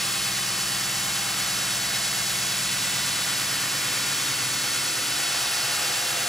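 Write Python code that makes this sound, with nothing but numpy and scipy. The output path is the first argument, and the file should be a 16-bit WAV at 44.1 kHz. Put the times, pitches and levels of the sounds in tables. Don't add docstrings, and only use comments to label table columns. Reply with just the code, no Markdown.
import sys
import numpy as np
from scipy import signal
from scipy.fft import rfft, irfft
from scipy.io import wavfile
from scipy.ndimage import uniform_filter1d, map_coordinates

SR = 44100
rng = np.random.default_rng(int(sys.argv[2]) if len(sys.argv) > 2 else 0)


def attenuation_scalar(level_db):
    decades = np.asarray(level_db, float) / 20
    return 10 ** decades


def int16_out(signal):
    q = np.round(np.clip(np.atleast_2d(signal).T, -1, 1) * 32767)
    wavfile.write(sys.argv[1], SR, q.astype(np.int16))


N = 276948
HZ = np.fft.rfftfreq(N, 1 / SR)
TURN = 4938
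STEPS = 4


def read(rows, hz):
    f, *columns = np.transpose(rows)
    return [np.interp(np.log(hz + 1), np.log(f + 1), column) for column in columns]


def drift(shape, frames, bins):
    field = uniform_filter1d(rng.standard_normal(shape), int(frames), 0)
    field = uniform_filter1d(field, int(bins), 1)
    return field / field.std()


# t/s, speed/turns per s
BLADE_SPEED = [
    (0, 8.908),
    (3.2, 8.931),
    (6.3, 8.955),
]


def turns():
    speed = np.interp(np.arange(N) / SR, *np.transpose(BLADE_SPEED))
    return np.cumsum(speed) / SR


# t/s, place/half waves
BLADE_PATH = [
    (0, 0),
    (1.5, .04),
    (2.6, .12),
    (3.3, .38),
    (4, .56),
    (4.7, .76),
    (5.2, 1),
    (5.6, 1.22),
    (6.3, 1.26),
]


def swept(t, mean_db, swing_db, place):
    blade_place = np.interp(t, *np.transpose(BLADE_PATH))
    return mean_db + swing_db * np.cos(np.pi * (blade_place - place))


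# f/Hz, level/dB rms
MAINS_HUM = [
    (60, -66),
    (120, -63),
]


def motor():
    t = np.arange(N) / SR
    hum = np.zeros((2, N))
    for hz, db in MAINS_HUM:
        start = rng.random((2, 1))
        hum += np.sqrt(2) * attenuation_scalar(db) * np.cos(2 * np.pi * (hz * t + start))
    return hum


# order/tone cycles per turn, mean level/dB rms, swing/dB, loudest place/half waves
SHAFT_TONES = [(6, -64.0, 1.5, -0.0), (7, -63.5, 3.0, -0.01), (8, -63.5, 6.0, -0.18),
               (12, -55.5, 4.0, 0.28), (13, -63.5, 2.5, 0.77), (14, -56.5, 4.5, 0.08),
               (15, -56.0, 4.5, 0.4), (16, -50.5, 2, 0.45), (18, -63.0, 3.5, 0.15), (19, -63.5, 3.0, 0.4),
               (21, -53.5, 6.5, 0.14), (23, -57.0, 4.0, -0.12), (24, -65.0, 4.5, 0.76),
               (30, -59.0, 2.5, 0.5), (32, -59.5, 2.5, 0.62), (36, -61.5, 6.5, 0.83), (39, -58.5, 4, -0.2),
               (43, -61.5, 8.0, 0.86), (56, -61.5, 5, -0.55), (64, -64.0, 5.0, 0.52), (75, -58, 3.5, -0.5),
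               (78, -59, 6, -0.7), (79, -59, 2, -0.7), (80, -55, 8, -0.72), (89, -61, 5, -0.15),
               (90, -56.0, 10.5, -0.38), (93, -63.0, 6.0, -0.86), (94, -60.5, 5.5, -0.5),
               (102, -59.5, 5.0, 0.91), (160, -51.0, 1.5, 0.53)]


def shaft():
    t, angle = np.arange(N) / SR, 2 * np.pi * turns()
    coarse = np.arange(0, N + 512, 512) / SR
    waver = drift((len(coarse), 2 * len(SHAFT_TONES)), 30, 1).reshape(len(coarse), -1, 2)
    start = rng.uniform(0, 2 * np.pi, (len(SHAFT_TONES), 2))
    hum = np.zeros((2, N))
    for k, (order, *wave) in enumerate(SHAFT_TONES):
        loose = .07 + .003 * order
        level = attenuation_scalar(swept(coarse, *wave) - .004 * order + 3.0 * loose * waver[:, k, 0])
        phase = order * angle + np.interp(t, coarse, 1.2 * loose * waver[:, k, 1])
        hum += np.sqrt(2) * np.interp(t, coarse, level) * np.cos(phase + start[k][:, None])
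    return hum


# f/Hz, repeating share/0-1, memory/turns, throb depth/0-1
RIM_REPEAT = [(60, .1, 6, .01), (190, .2, 10, .01), (300, .66, 10, .05), (1000, .7, 7, .1),
              (1600, .7, 6.5, .1), (2300, .62, 3.5, .06), (3100, .65, 1.8, .04), (4300, .6, 1.1, .04),
              (6000, .5, .7, .05), (8000, .1, .5, .1), (15000, .01, .5, .1)]


def rim_pattern():
    share, memory, _ = read(RIM_REPEAT, np.arange(TURN // 2 + 1) * SR / TURN)
    keep, angle = np.exp(-1 / STEPS / memory), turns()
    fresh = rng.standard_normal((int(angle[-1] * STEPS) + 2, len(keep), 2)) @ [1, 1j]
    wear = [fresh[0]]
    for new in fresh[1:]:
        wear.append(keep * wear[-1] + np.sqrt(1 - keep ** 2) * new)
    rims = irfft(np.array(wear) * np.sqrt(share * TURN / 2), TURN).ravel()
    step = np.floor(angle * STEPS)
    place = (step + angle % 1) * TURN
    old, new = map_coordinates(rims, [[place, place + TURN]], order=3)
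    return old + (new - old) * (angle * STEPS - step)


# t/s, level/dB
RIM_LOAD = [(0, -.2), (.25, -.6), (1, -0.4), (1.4, -0.3), (1.9, -0.2), (2.15, 0.1), (3.2, 0.3),
            (3.65, -0.3), (3.95, 0.3), (4.5, -.2), (4.8, 0.5), (5, -0.5), (5.4, 0.8), (5.9, .8), (6.3, -.5)]
# f/Hz, share of the load, mean level/dB, swing/dB, loudest place/half waves
NOISE_LAYERS = [
    (150, .3, -2, 2.5, 0.7),
    (700, 1.1, 0.85, 0.7, 1.4),
    (2000, 0.63, -0.05, 0.6, 0.83),
    (7000, .7, 0.01, 0.2, 0.27),
]
# f/Hz, width/Hz, mean level/dB, swing/dB, loudest place/half waves
WALL_WAVES = [(262, 64, 5, 0.5, -0.41), (351, 45, 5.5, -2.5, 0.37), (438, 22, 4, 5.5, -0.3),
              (510, 33, 6.5, 5.5, -0.72), (593, 32, 2, 1.5, 0.52), (688, 62, 3, -1, -0.62),
              (803, 104, 4.0, 1.5, -0.41), (910, 30, -2, 4.5, 0.22), (1065, 50, -3, 4.0, 0.2),
              (1270, 97, 0.5, 1, -0.51)]
# f/Hz, width/Hz, mean level/dB, swing/dB, loudest place/half waves
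BLOCK_WAVES = [(1426, 58, 2.1, 2.0, -0.69), (1474, 40, 2.0, 2.5, -0.97), (1560, 36, 1.0, 2.7, -0.44),
               (1630, 47, 1.6, 1.0, -0.06), (1780, 45, 2.8, 1.5, 0.93), (1920, 50, 2.5, 1.5, -0.04),
               (2025, 76, 2.0, 1.0, 0.5), (2156, 30, 3.5, 2.7, 0.16), (2560, 51, 2.0, 4.0, -0.48),
               (2650, 79, 2.5, 1.5, 0.6), (2760, 56, 2.7, 5.0, -0.64)]


def colour(hz, t):
    load = np.interp(t, *np.transpose(RIM_LOAD))
    centres = [row[0] for row in NOISE_LAYERS]
    weights = np.array(read(np.c_[centres, np.eye(4)], hz))
    db = weights.T @ [share * load + swept(t, *wave) for _, share, *wave in NOISE_LAYERS]
    for peak_hz, width, *wave in WALL_WAVES + BLOCK_WAVES:
        peak = np.exp(-(2 * (hz - peak_hz) / width) ** 2)
        db += np.outer(peak, swept(t, *wave))
    slow_patches = .8 * drift(db.T.shape, 65, 5)
    quick_patches = .4 * drift(db.T.shape, 3, 150)
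    db += (slow_patches + quick_patches).T
    angle = 2 * np.pi * np.interp(t * SR, np.arange(N), turns())
    depth = read(RIM_REPEAT, hz)[2][:, None]
    return attenuation_scalar(db) * np.sqrt(1 + depth * np.cos(angle - 2.7))


# f/Hz, level/dB per Hz
BODY_COLOUR = [(25, -100), (42, -97), (58, -81), (78, -82), (95, -73), (112, -77), (123, -64), (140, -68),
               (158, -77), (230, -75), (400, -75.5), (520, -74), (700, -73.5), (900, -74)]
# f/Hz, level/dB per Hz
RIM_COLOUR = [(1100, -67), (1450, -66), (2000, -66.5), (2400, -66.5), (3000, -65.5), (3700, -66),
              (4500, -64.5), (5300, -65), (6500, -67), (7900, -67)]
# f/Hz, level/dB per Hz
SPRAY_COLOUR = [(8050, -69.5), (9000, -72), (9800, -73), (10300, -71), (11800, -72), (12500, -79.5),
                (13200, -85.5), (14200, -81), (15700, -80)]


def grinding():
    fresh_share = 1 - read(RIM_REPEAT, HZ)[0]
    grit = irfft(rfft(rng.standard_normal((2, N))) * np.sqrt(fresh_share), N)
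    rough = grit + [rim_pattern(), rim_pattern()]
    hz, t, z = signal.stft(rough, SR, nperseg=2048, noverlap=1536)
    moving = signal.istft(z * colour(hz, t), SR, nperseg=2048, noverlap=1536)[1][:, :N]
    tone_db = read(BODY_COLOUR + RIM_COLOUR + SPRAY_COLOUR, HZ)[0]
    return irfft(rfft(moving) * attenuation_scalar(tone_db) * np.sqrt(SR / 2), N)


# f/Hz, level/dB, share in step/-1 to 1, share a quarter cycle ahead/-1 to 1
LOW_PORTS = [(40, -26, -.3, .2), (140, -18.5, -0.26, .35), (330, -10, -0.18, .3), (700, -3, 0.13, .33),
             (1200, -7.5, .27, .38), (1500, -16, .1, .3), (2760, -9.5, -0.021, 1), (5200, -9, 0, .9)]
# f/Hz, level/dB, share in step/-1 to 1, share a quarter cycle ahead/-1 to 1
HIGH_PORTS = [(5700, -11, 0, -.88), (6400, -4.5, 0, -.88), (7900, -2, 0, .92), (8600, 5.5, 0, .93),
              (10300, -6.5, 0, .85), (11300, -6, 0, -.92), (12600, 3, 0, -.88), (13200, 8, 0, -.6),
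              (14000, 4.5, 0, .75), (15200, -3, 0, .78)]


def ports(total, other):
    db, in_step, ahead = read(LOW_PORTS + HIGH_PORTS, HZ)
    free = np.sqrt(np.clip(1 - in_step ** 2 - ahead ** 2, 0, 1))
    tied = (in_step + 1j * ahead) * rfft(total)
    difference = irfft(attenuation_scalar(db) * (tied + free * rfft(other)), N)
    return np.array([total + difference, total - difference])


def scene():
    total, other = shaft() + motor() + grinding()
    return ports(total, other)


# 0 sum or 1 difference, low f/Hz, high f/Hz, low shake/Hz, high shake/Hz
EMPTY_BANDS = [
    (0, 12920, 13860, 105, 100),
    (0, 15725, 22050, 0, 0),
    (1, 1550, 2550, 90, 110),
    (1, 5330, 5620, 70, 20),
    (1, 6330, 7870, 40, 55),
    (1, 10350, 11480, 5, 220),
    (1, 15130, 22050, 0, 0),
]
# t/s, low f/Hz, high f/Hz
HEARD_BANDS = [
    (1.005, 6300, 6950),
    (2.212, 6850, 7950),
    (4.882, 6300, 7950),
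]


def thin_bands(dry, lead):
    pair = np.pad([dry[0] + dry[1], dry[0] - dry[1]], ((0, 0), (lead, 0))) / 2
    hz, t, z = signal.stft(pair, SR, window="cosine", nperseg=2048, noverlap=1024)
    shake = drift((len(t), 2 * len(EMPTY_BANDS)), 2, 1).reshape(len(t), -1, 2)
    gate = np.ones(z.shape)
    jump = 172.27
    for k, (which, *edges) in enumerate(EMPTY_BANDS):
        moved = np.round(shake[:, k] * edges[2:] / jump) * jump
        low, high = (edges[:2] + moved).T
        gate[which] *= (hz[:, None] < low) | (hz[:, None] > high)
    for s, low, high in HEARD_BANDS:
        near = abs(t - lead / SR - s) < .02
        gate[1][np.outer((hz > low) & (hz < high), near)] = 1
    thinned = signal.istft(z * gate, SR, window="cosine", nperseg=2048, noverlap=1024)[1]
    total, difference = thinned[:, lead:lead + N]
    return np.array([total + difference, total - difference])


def roll_off(x):
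    return signal.sosfilt(signal.butter(12, 16950, fs=SR, output="sos"), x)


def record(dry):
    mix = thin_bands(dry, lead=1024 - 251)
    return roll_off(mix)


dry = scene()
out = record(dry)
int16_out(out)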